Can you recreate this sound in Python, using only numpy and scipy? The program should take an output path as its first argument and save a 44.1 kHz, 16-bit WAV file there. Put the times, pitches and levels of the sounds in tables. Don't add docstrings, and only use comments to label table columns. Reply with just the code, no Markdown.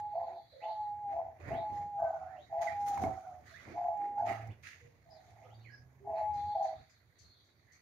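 import sys
import numpy as np
from scipy import signal
from scipy.fft import rfft, irfft, next_fast_len
from scipy.io import wavfile
from scipy.ndimage import uniform_filter1d, map_coordinates

SR = 44100
rng = np.random.default_rng(int(sys.argv[2]) if len(sys.argv) > 2 else 0)


def invert_db(level):
    return 10 ** (np.asarray(level, dtype=float) / 20)


def wav_record(signal):
    frames = np.transpose(np.atleast_2d(signal))
    bounded = np.clip(frames, -1, 1)
    quanta = np.round(bounded * 32767).astype(np.int16)
    wavfile.write(sys.argv[1], SR, quanta)


N = 344761

# [t/s, level/dB]
EFFORT = [
    [(0, -40), (.07, -38), (.11, -44), (.135, -37.5), (.17, -36), (.235, -34), (.26, -40), (.37, -43),
     (.47, -74)],
    [(.6, -67.5), (.64, -38), (.72, -38), (.75, -45), (.81, -37), (.92, -38.5), (.96, -45), (1.2, -33),
     (1.39, -66)],
    [(1.49, -55.5), (1.52, -36.5), (1.62, -39), (1.7, -38), (1.74, -41), (1.79, -39), (1.92, -44.5),
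     (2.03, -31), (2.19, -43)],
    [(2.49, -71), (2.53, -36), (2.66, -34), (2.74, -41.5), (2.8, -36.5), (2.88, -36), (2.97, -36),
     (3.08, -33), (3.16, -58)],
    [(3.735, -52), (3.765, -38), (3.87, -32.5), (3.97, -38.5), (4.04, -37), (4.15, -45), (4.18, -34),
     (4.29, -35), (4.52, -63.5)],
    [(6.03, -81.5), (6.07, -38.5), (6.2, -33.5), (6.3, -33.5), (6.4, -38.5), (6.53, -35), (6.63, -30),
     (6.75, -46), (6.84, -102)],
]
# [t/s, f/Hz]
WHISTLE = [
    [(0, 838), (.06, 836), (.14, 829)],
    [(.73, 853), (.91, 830), (1.02, 832), (1.056, 812), (1.14, 804)],
    [(1.6, 843), (1.676, 844), (1.754, 820), (1.9, 822), (1.97, 810), (2.01, 815)],
    [(2.7, 832), (2.754, 816), (2.93, 813), (3.0, 802)],
    [(3.91, 838), (3.948, 838), (4.016, 820), (4.14, 820), (4.21, 812)],
    [(6.22, 842), (6.298, 844), (6.356, 825), (6.44, 824), (6.54, 836)],
]
# [second voice f/Hz, its lead before the steady stretch level/dB, its lead after level/dB,
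# its left-right level/dB, the whistle's left-right level/dB]
COO_WAYS = [(680, 9.5, 7, 1.5, -0.5), (668, -0.5, 9, 5, -0.5), (666, 7.5, 11.5, 5, -1.5),
            (672.5, 3.5, -2.5, 5, -2.5), (691.6, 7.5, 3.5, 2.5, -4), (662, 0.5, -1.5, 3, 2.5)]
# [whistle drop f/Hz, second voice waking t/s, its sag Hz/s, undertone level/dB, rattle depth 0-1]
BREAKS = [(0, .02, 40, -25, .35), (-10, .05, 110, -28, .35), (0, .05, 0, -34, .5), (40, .04, 100, -31, .25),
          (25, .04, 100, -33, .6), (60, .008, 110, -33, .45)]
# [f/Hz, level/dB]
BURR = [(450, -70.5), (610, -10), (665, 1), (760, 3.5), (850, -4), (920, -14.5), (1050, -21.5), (1300, -76)]
# [t/s, f/Hz, level/dB, second voice level/dB]
ANSWERS = [
    [(2.13, 785, -48, -56), (2.172, 752, -44.5, -55.5), (2.22, 761.4, -44.5, -48),
     (2.265, 743.4, -48.5, -51.5), (2.3, 761, -47.5, -51), (2.35, 737, -46, -62),
     (2.375, 716, -49.5, -56.5), (2.4, 710, -61, -48.5), (2.44, 697, -75, -77)],
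    [(2.9, 768.5, -44.5, -79), (3.028, 772.9, -43, -55), (3.086, 777.6, -43.5, -52),
     (3.15, 753.4, -46, -60), (3.19, 767.6, -40.5, -65), (3.218, 760, -60, -71), (3.245, 757, -46.5, -67),
     (3.32, 727, -50, -61.5), (3.42, 730, -65, -60.5)],
    [(4.168, 860, -46, -60), (4.2, 887, -42, -55.5), (4.24, 865, -49.5, -55.5)],
]
# [t/s, level/dB]
FAR_COO = [(5.062, -85), (5.1, -60), (5.2, -66), (5.3, -67), (5.37, -62.5), (5.458, -59.5), (5.578, -68.5),
           (5.66, -84)]
# [t/s, length/s, start f/Hz, end f/Hz, level/dB]
PEEPS = [
    (.301, .076, 376, 372, -66),
    (2.672, .027, 2150, 1800, -40.5),
    (3.54, .04, 1600, 2150, -54),
]
# [t/s, length/s, start f/Hz, end f/Hz, level/dB]
CLEAR_CALLS = [(1.5, .098, 2323, 4200, -67), (.602, 0.051, 1870, 3720, -63.5), (1.392, 0.11, 591, 584, -64),
               (1.99, 0.2, 1540, 1476, -62), (2.16, 0.1, 1416, 1440, -73), (3.515, 0.045, 660, 698, -66),
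               (.405, 0.063, 3450, 3450, -81), (.605, 0.088, 1917, 2200, -73.5),
               (2.421, 0.021, 3830, 3840, -65.5), (4.492, 0.027, 1950, 3560, -67),
               (4.81, 0.071, 478, 475, -68.5), (5.054, 0.17, 678, 610, -66), (5.5, 0.05, 2780, 3960, -77),
               (5.542, .02, 4450, 4650, -74), (5.77, 0.064, 1660, 1656, -75.5),
               (5.63, 0.023, 3080, 2500, -78), (5.645, 0.045, 2460, 1735, -62.5),
               (5.697, 0.065, 1664, 1639, -60), (6.002, 0.18, 390.6, 448, -63.5),
               (7.236, .15, 4270, 4240, -73.5)]
HUSKY_CALLS = [(2.361, .072, 2510, 4020, -74), (5.103, .053, 4940, 4850, -72),
               (5.13, .068, 4770, 3730, -76), (5.417, .053, 2150, 3720, -76.5), (5.6, .12, 4300, 4400, -79),
               (5.555, .08, 3700, 3900, -79), (5.72, .07, 5250, 5050, -74), (5.445, .04, 1150, 1450, -71),
               (5.415, .02, 2100, 2150, -72), (3.525, .04, 3700, 3600, -70), (3.585, .025, 2000, 2000, -62),
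               (6.155, .08, 4390, 4050, -74), (6.55, .16, 3400, 3350, -81), (7.33, .15, 3400, 3400, -84),
               (.35, .1, 4200, 4300, -77), (6.49, .08, 4500, 4200, -78), (6.64, .07, 4600, 4400, -79),
               (.66, .06, 3600, 4300, -77), (3.455, .04, 1800, 2150, -68), (3.57, .07, 2300, 4300, -74),
               (1.465, .06, 1900, 2000, -63), (6.2, .08, 2150, 2150, -73)]
HOARSE_CALLS = [(.62, .16, 2700, 3300, -77), (1.56, .09, 3800, 3900, -73), (5.1, .07, 5000, 4900, -76),
                (4.26, .13, 1300, 1250, -59), (1.97, .2, 1250, 1200, -70), (5.61, .15, 2900, 2900, -82),
                (.522, .14, 573, 538, -60), (2.253, .13, 1480, 2100, -69), (3.672, .028, 300, 310, -55),
                (3.705, .04, 320, 360, -53), (4.013, .07, 327, 371, -61), (5.699, .12, 4910, 5000, -76),
                (7.667, .11, 1860, 2150, -74), (5.44, .07, 520, 520, -68)]
# [t/s, peak level/dB, thump level/dB]
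KNOCKS = [
    (2.9751, -34, -34),
    (3.038, -37, 1),
    (4.5174, -72, 6),
]
# [f/Hz, level/dB, t60/s]
PERCH = [(87.6, -41, 0.075), (139.3, -15, .08), (274, 21.5, 0.023), (516, -2, 0.034), (930, 16.5, 0.016),
         (1620, 1.5, .025), (2173, 3.5, 0.03)]
# [t/s, peak level/dB]
PECKS = [(4.1842, -71), (4.471, -77), (6.334, -63.5), (6.6253, -58), (6.8947, -62.5), (7.1866, -58.5),
         (7.444, -71.5), (7.7202, -66)]
# [f/Hz, level/dB, t60/s]
MESH = [(4450, 1.5, 0.41), (4930, 0.5, 0.18), (6170, 3, 0.2), (6800, -5.5, 0.15), (7500, -13.5, 0.11)]
# [t/s, peak level/dB]
TICKS = [(0.8912, -67.5), (1.9978, -64.5), (2.613, -53), (2.6197, -48.5), (2.633, -51.5), (2.8135, -60.5),
         (2.862, -53), (2.8674, -53), (2.8763, -49.5), (2.885, -45), (2.942, -52), (2.979, -49.5),
         (3.0203, -52), (3.0367, -46.5), (3.0502, -54), (3.192, -66), (3.21, -64.5), (3.9752, -63),
         (4.1861, -64.5), (4.4717, -59), (4.4749, -62), (4.4785, -65.5), (4.5195, -62), (4.6275, -60),
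         (4.6405, -60.5), (7.1849, -64.5)]
# [f/Hz, level/dB]
SNAP = [(800, -25), (2000, -0.5), (4000, -6.5), (6500, 3.5), (8000, -9.5), (15000, -4.5)]
# [t/s, level/dB, rise/s, fall/s, brightness/dB]
SHAKES = [(0, -59, 0.019, 0.0089, -3.5), (.33, -72.5, 0.57, 0.14, -17), (.642, -71.5, 0.18, 0.63, -12.5),
          (1.13, -66, 0.096, 0.23, -18), (1.4, -69.5, 0.0048, 0.23, -9.5), (1.492, -54.5, 0.097, 0.19, -21),
          (1.758, -65.5, .12, 0.21, -8.5), (2.05, -73, 0.17, 1, -9), (2.616, -53.5, 0.0045, 0.18, -6),
          (2.7, -56, 0.17, 0.127, -17), (2.865, -64, 0.0053, 0.6, -3.5), (2.885, -60.5, 0.037, 0.064, 2),
          (2.945, -61.5, 0.0087, 0.025, -2.5), (2.82, -69.5, .04, 0.037, 0), (4.18, -72, .03, 0.13, -16.5),
          (3.02, -63.5, .02, 0.072, 0), (3.04, -64, 0.67, 0.2, -8), (3.47, -64.5, 0.038, 0.56, -6.5),
          (3.72, -61, 0.29, 0.24, -16), (4.05, -65.5, 0.13, 0.18, -20), (6.66, -68, 0.13, 0.42, -10.5),
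          (7.21, -79.5, .1, 0.38, -4.5), (7.74, -78, 0.46, 0.55, -12.5), (5.27, -74, 0.36, 1, -7),
          (6.19, -62.5, 0.096, 0.2, -16), (6.37, -69, 0.072, 0.38, -6.5)]
FAR_SHAKES = [(4.264, -54.5, 0.013, 0.21, -11), (4.293, -49, 0.044, .18, -20),
              (4.635, -60, 0.011, 0.27, -7.5), (4.67, -52.5, 0.037, 0.16, -13)]
# [f/Hz, level/dB]
STRAW = [(900, -31.5), (1150, -10), (1500, -11), (2000, -5.5), (2350, -11), (2800, -21), (3400, -48)]
FAR_STRAW = [(900, -33), (1300, -13.5), (1600, -8.5), (2000, -2), (2350, -9), (2800, -12), (3400, -37.5)]
FEATHER = [(2500, -23.5), (3000, 0), (4200, -0.5), (4900, 0), (5400, -13.5), (6000, -37.5)]
GRIT = [(4600, -24.5), (5300, -5), (6800, -1), (7200, -12.5), (7700, -25)]
WING = [(6500, -24), (7500, -3.5), (9000, -1), (12000, -2), (15500, -1)]
# [t/s, level/dB, rise/s, fall/s]
TWITTER = [(.38, -75, 1, .4), (.53, -66, .1, .2), (.72, -66, 0.19, 0.19), (1.58, -70, 0.065, 0.22),
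           (1.75, -83, 0.09, 0.33), (2.45, -79.5, 0.17, 0.076), (3.49, -69.5, 0.018, 0.31),
           (5.3, -81.5, 0.68, 0.09), (6.4, -67, 0.11, 0.22), (6.53, -64.5, 0.15, 0.25),
           (6.66, -69, .1, 0.44), (7.32, -74, 0.33, 0.65)]
# [f/Hz, level/dB]
FLOCK = [(2900, -34.5), (3350, -9), (3900, -2), (4500, -1), (4750, -7), (5000, -41)]
# [t/s, boom level/dB, rise/s, fall/s, boxiness/dB]
BUMPS = [(1.402, -58.5, .01, .06, 2), (1.18, -65, 0.069, 0.15, -0.5), (1.49, -43.5, 0.076, 0.14, -5),
         (1.55, -54, 0.082, 0.083, 7.5), (1.61, -54.5, .04, 0.042, -0.5), (1.73, -50.5, 0.066, 0.15, -2),
         (1.8, -50.5, 0.042, 0.14, -6.5), (2.9, -57, 0.47, 0.22, -3.5), (3.06, -37, 0.11, 0.1, -3.5),
         (3.68, -56, 0.045, 0.25, 3.5), (2.875, -54.5, 0.017, .1, 2.5), (4.01, -63, 0.027, 0.37, 9),
         (2.03, -55, 0.065, 0.13, -6.5), (4.85, -58, 0.057, 0.049, -14), (7.24, -63.5, .1, 0.16, -18.5),
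         (1.1, -66, 0.074, 0.17, 6), (.3, -72.5, 0.15, 0.18, 6.5), (4.31, -57, .12, 0.077, 10),
         (4.51, -49.5, .2, 0.09, -10.5),  (6.09, -61, 0.14, 0.41, -3.5), (6.38, -52, 0.13, .35, -9),
         (6.81, -56.5, 0.1, 0.04, -12)]
# [t/s, level/dB]
DRONE = [(0, -64), (.5, -71.5), (1.1, -64), (3.7, -63.5), (4.7, -68.5), (5.7, -64.5), (6.9, -72),
         (7.82, -72)]
# [f/Hz, level/dB]
BOOM = [(15, -62), (25, -29), (67, -5.5), (81, 4.5), (118, -0.5), (161, -7), (290, -38), (480, -120)]
BOX = [(150, -29), (200, -2), (330, -2.5), (450, -4.5), (700, -5.5), (1100, -11.5), (1500, -47.5)]
# [t/s, f/Hz, level/dB]
ENGINE = [
    [(4.18, 112.2, -64.5), (4.286, 110.8, -51.5), (4.496, 111.6, -46.5), (4.62, 107, -67.5)],
    [(5.25, 102.7, -64), (5.328, 109, -65.5), (5.608, 112.3, -56), (5.96, 132.9, -65), (6.1, 131, -66)],
]
# [f/Hz, t60/s]
SHED = [(200, 0.22), (800, 0.35), (2000, 0.24), (10000, 0.15)]
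# [f/Hz, likeness 0-1]
ALIKE = [(60, 0.93), (500, 0.69), (900, 0.18), (1400, 0.034), (15000, 0.02)]
# [f/Hz, level/dB]
PORTS = [(60, -4), (900, -2.5), (1500, -12), (2250, -14.5), (2900, 2), (4500, -2), (6600, 25.5),
         (13000, 4.5)]
# [f/Hz, level/dB]
HISS = [(4410, -33), (7500, -11), (9200, -9), (12500, -0.5), (15500, -5.5)]


def unit(x):
    return x / np.sqrt(np.mean(x ** 2) + 1e-20)


def along(points, hz):
    f, v = np.transpose(points)
    return np.interp(np.log(hz + 1), np.log(f + 1), v)


def curves(rows):
    s, *cols = np.transpose(rows)
    t = np.arange(N) / SR
    fade_in = np.clip((t - s[0]) / 0.013 + (s[0] < .02), 0, 1)
    fade_out = np.clip((s[-1] - t) / 0.014, 0, 1)
    return [np.interp(t, s, c) for c in cols] + [fade_in * fade_out]


def wobble(rate):
    knots = rng.standard_normal(int(N * rate / SR) + 4)
    return map_coordinates(knots, [np.arange(N) * rate / SR])


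def tone(hz):
    return np.sqrt(2) * np.sin(2 * np.pi * np.cumsum(hz) / SR)


def filtered(x, response):
    m = next_fast_len(N + SR // 2)
    return irfft(rfft(x, m) * response(np.fft.rfftfreq(m, 1 / SR)), m)[..., :N]


def rush(spectrum, patchy_db):
    z = signal.stft(rng.standard_normal((2, N)), nperseg=512)[2]
    field = uniform_filter1d(rng.standard_normal(z.shape[1:]), size=6, axis=0)
    field = uniform_filter1d(field, size=10, axis=1)
    pair = signal.istft(z * invert_db(patchy_db * unit(field)), nperseg=512)[1][:, :N]

    def mid_side(hz):
        turn = np.arccos(np.clip(along(ALIKE, hz), -1, 1)) / 2
        return invert_db(along(spectrum, hz)) * [np.cos(turn), np.sin(turn)]

    mid, side = filtered(pair, mid_side)
    return unit(mid + side * [[1], [-1]])


def swells(rows, floor_db, gain_db=0, grows=0):
    t = np.arange(0, N + 32, 32) / SR
    power = invert_db(2 * floor_db)
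    for s, db, rise, fall, *tilt_db in rows:
        away = np.maximum((s - t) / max(rise, .003), (t - s) / max(fall, .01))
        level_db = db + gain_db + grows * sum(tilt_db) - 20 * away
        power = power + invert_db(2 * level_db)
    return np.interp(np.arange(N) / SR, t, np.sqrt(power))


def dove():
    out = np.zeros((2, N))
    flutter = burr()
    breath = rush([(500, -38.5), (650, 0.5), (1000, 2), (1300, -33)], patchy_db=2)
    for effort, whistle, ways, breaking in zip(EFFORT, WHISTLE, COO_WAYS, BREAKS):
        out += coo(effort, whistle, ways, breaking, flutter, breath)
    return out


def coo(effort, whistle, ways, breaking, flutter, breath):
    scoop_hz_per_s, drop_s = 150, 0.043
    hush_db, hush_db_per_s = 37, 330
    tire_s, tire_db_per_s = 0.23, 74
    low_hz, before_db, after_db, pan_db, whistle_pan_db = ways
    drop_hz, wake_s, sag, under_db, depth = breaking
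    t = np.arange(N) / SR
    effort_db, gate = curves(effort)
    steady, breaks = whistle[0][0], whistle[-1][0]
    unsettled = (steady - t) / .04
    broken = (t - breaks + wake_s / 2) / (.008 + wake_s / 2)
    rough = np.clip(np.maximum(unsettled, broken), 0, 1)

    scoop_hz = scoop_hz_per_s * (steady - t).clip(0, 1)
    high_hz = curves(whistle)[0] - scoop_hz - drop_hz * ((t - breaks) / drop_s).clip(0, 1)
    low_hz = low_hz - sag * (t - breaks - .05).clip(0, 1)
    gap_hz = high_hz - low_hz + 9 * wobble(40)
    high_hz = high_hz + rough * 17 * wobble(75) + 2.5 * wobble(20)
    low_hz = low_hz + 10 * wobble(55)

    falling_db = (t - steady) * hush_db_per_s + hush_db * (steady == 0)
    waking_db = (breaks + 0.0086 - t) * hush_db / max(wake_s, .005)
    hushed_db = np.minimum(falling_db, waking_db).clip(0, hush_db)
    tired_db = tire_db_per_s * (t - breaks - tire_s).clip(0, 1)
    lead_db = np.where(t < (steady + breaks) / 2, before_db, after_db) - hushed_db - tired_db
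    share = 1 / np.sqrt(1 + invert_db(2 * lead_db))

    high = tone(high_hz) * invert_db((.4 + rough * 2.2) * wobble(40) - 1.5 * rough)
    low = tone(low_hz) * invert_db(2.2 * wobble(45) - 2.2)
    bands = invert_db(under_db) * tone(low_hz - gap_hz)
    bands = bands + invert_db(-24.5) * tone(high_hz + gap_hz + 25 * wobble(80))
    flutter_db = -9 + 6 * depth + 25 * (t - breaks).clip(0, .25)
    low = invert_db(lead_db) * (low + rough * bands + invert_db(flutter_db) * flutter)
    high = high + invert_db(-33) * breath

    high = high * invert_db([[whistle_pan_db / 2], [-whistle_pan_db / 2]])
    low = low * invert_db([[pan_db / 2], [-pan_db / 2]])
    voice = invert_db(effort_db) * share * (high + low)
    choke = np.clip(.9 - 9 * wake_s, 0, 1) * np.exp(-((t - breaks) / .007 - 1) ** 2)
    lump_depth = rough * np.where(t < breaks - .1, .8, 1) * depth
    return gate * voice * (1 - choke) * rattle(lump_depth)


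def burr():
    noise = filtered(rng.standard_normal(N), lambda hz: invert_db(along(BURR, hz)))
    return unit(noise * invert_db(0.72 * wobble(45)))


def rattle(depth):
    lumps = np.abs(tone(30 / 2 * (1 + .35 * wobble(15))))
    return 1 + depth * (lumps * invert_db(1.2 * wobble(30)) - 1)


def answers():
    out = np.zeros(N)
    gap_hz = 105
    for rows in ANSWERS:
        hz, db, low_db, gate = curves(rows)
        voice = tone(hz + 7 * wobble(50)) + invert_db(-8) * burr()
        voice = voice + invert_db(-21) * tone(1.7 * hz + 170 * wobble(200))
        out += gate * invert_db(db + 2 * wobble(35) - 1.0) * voice
        second = tone(hz - gap_hz + 14 * wobble(45))
        out += gate * invert_db(low_db + 2.7 * wobble(40) - 4.5) * second
    db, gate = curves(FAR_COO)
    return out + gate * invert_db(db) * burr() * rattle(0.54)


def glides(table, shake):
    out, breath = np.zeros(N), wobble(320)
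    for s, length, start_hz, end_hz, db in table:
        u = np.linspace(0, 1, round(length * SR))
        at = round(s * SR)
        swell = np.sqrt(np.sin(np.pi * np.sqrt(u)).clip(0))
        hz = start_hz * (end_hz / start_hz) ** u
        hz = hz * (1 + shake / 100 * breath[at:][:len(u)])
        out[at:][:len(u)] += invert_db(db) * swell * tone(hz)
    return out * invert_db(1.5 * wobble(60))


def rings(events, modes, crack, size, blur):
    out, t = np.zeros(N + SR), np.arange(SR // 2) / SR
    for s, db, *low_db in events:
        ring = np.zeros(len(t))
        for hz, level, t60 in modes:
            thump_db = (hz < 600) * sum(low_db)
            decay = invert_db(level + rng.normal(0, 3.2) + thump_db - 60 * t / t60)
            drift = np.cumsum(rng.normal(0, blur, len(t)))
            ring += decay * np.sin(2 * np.pi * hz * t + drift)
        snap = crack * invert_db(-60 * t / 0.013) * uniform_filter1d(rng.standard_normal(len(t)), size)
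        onset = 1 - np.exp(-t / 0.0012)
        out[round(s * SR):][:len(t)] += invert_db(db) * (ring * onset + snap)
    return out[:N]


def perch_knocks():
    return invert_db(-10.0) * rings(KNOCKS, PERCH, crack=2.8, size=18, blur=1.5e-5)


def mesh_pecks():
    return invert_db(-11.5) * rings(PECKS, MESH, crack=.8, size=3, blur=.16)


def ticks():
    out, t = np.zeros((2, N + SR)), np.arange(SR // 40) / SR
    bursts = filtered(rng.standard_normal((2, N)), lambda hz: invert_db(along(SNAP, hz)))
    decay = invert_db(-60 * t / 0.0046) + 0.19 * invert_db(-60 * t / 0.054)
    for s, db in TICKS:
        out[:, round(s * SR):][:, :len(t)] += invert_db(db - 3.5) * decay
    return out[:, :N] * unit(bursts)


def rustle():
    shakes, crackle = SHAKES + FAR_SHAKES, wobble(260)
    straw = swells(SHAKES, -82.5) * rush(STRAW, patchy_db=2.0)
    straw = straw + swells(FAR_SHAKES, -120) * rush(FAR_STRAW, patchy_db=2.0)
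    straw = straw * invert_db(1.5 * crackle + 1.5 * wobble(70))

    fluff = swells(shakes, -93.5, gain_db=-4.5, grows=0.58)
    feather = fluff * invert_db(0.5 * crackle) * rush(FEATHER, patchy_db=-0.3)

    scrape = swells(shakes, -93.0, gain_db=-3.0, grows=0.94)
    grit = scrape * invert_db(0.97 * crackle) * rush(GRIT, patchy_db=2.2)

    near_quills = swells(SHAKES, -104, gain_db=-4.5, grows=1.7)
    far_quills = invert_db(-34) * swells(FAR_SHAKES, -120, grows=0.99)
    wing = np.hypot(near_quills, far_quills) * invert_db(2.4 * crackle) * rush(WING, patchy_db=2.5)
    return straw + feather + grit + wing


def twitter():
    return swells(TWITTER, -110) * rush(FLOCK, patchy_db=3.0)


def traffic():
    drone = invert_db(curves(DRONE)[0])
    boom = np.hypot(drone, swells(BUMPS, -92.5))
    box = np.hypot(drone * invert_db(-7), swells(BUMPS, -86.0, grows=0.9))
    out = boom * invert_db(0.35 * wobble(7.9)) * rush(BOOM, patchy_db=2.0)
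    out = out + box * invert_db(1.1 * wobble(29)) * rush(BOX, patchy_db=1.0)
    for rows in ENGINE:
        hz, db, gate = curves(rows)
        out += gate * invert_db(db) * (tone(hz) + invert_db(-19) * tone(2 * hz))
    return out


def shed(x):
    hz, t, z = signal.stft(rng.standard_normal((2, SR // 2)), SR, nperseg=256)
    decay = invert_db(-60 * t / along(SHED, hz)[:, None])
    tail = signal.istft(z * decay, SR, nperseg=256)[1]
    late = np.pad(x, (200, 0))[None]
    return signal.fftconvolve(late, tail / np.linalg.norm(tail[0]), axes=1)[:, :N]


def scene():
    near, others, peeps = dove(), answers(), glides(PEEPS, shake=0.65)
    far = glides(CLEAR_CALLS, shake=2.0) + glides(HUSKY_CALLS, shake=4.3) + glides(HOARSE_CALLS, shake=6.5)
    knocks, pecks = perch_knocks(), mesh_pecks()
    doves = near + others
    doves = np.array([doves[0], np.roll(doves[1], 2)])
    sent = invert_db(-13) * near.mean(axis=0) + invert_db(-9) * others
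    sent = sent + invert_db(-7) * peeps + invert_db(2.5) * far + invert_db(-4.5) * knocks + invert_db(3.5) * pecks
    direct = doves + peeps + invert_db(-0.5) * far + knocks + pecks + ticks()
    return direct + shed(sent) + invert_db(2.5) * (rustle() + twitter()) + traffic()


def top_cut(x):
    return signal.sosfilt(signal.butter(12, 15680, fs=SR, output="sos"), x)


def record(dry):
    def port_gain(hz):
        tilt_db = along(PORTS, hz)
        return invert_db(tilt_db / 2 * [[1], [-1]]) / np.cosh(tilt_db * np.log(10) / 40)

    hiss = invert_db(-86.5) * rush(HISS, patchy_db=3.0)
    mix = filtered(filtered(dry, port_gain) + hiss, lambda hz: hz < 15680)
    return top_cut(mix)


dry = scene()
out = record(dry)
wav_record(out)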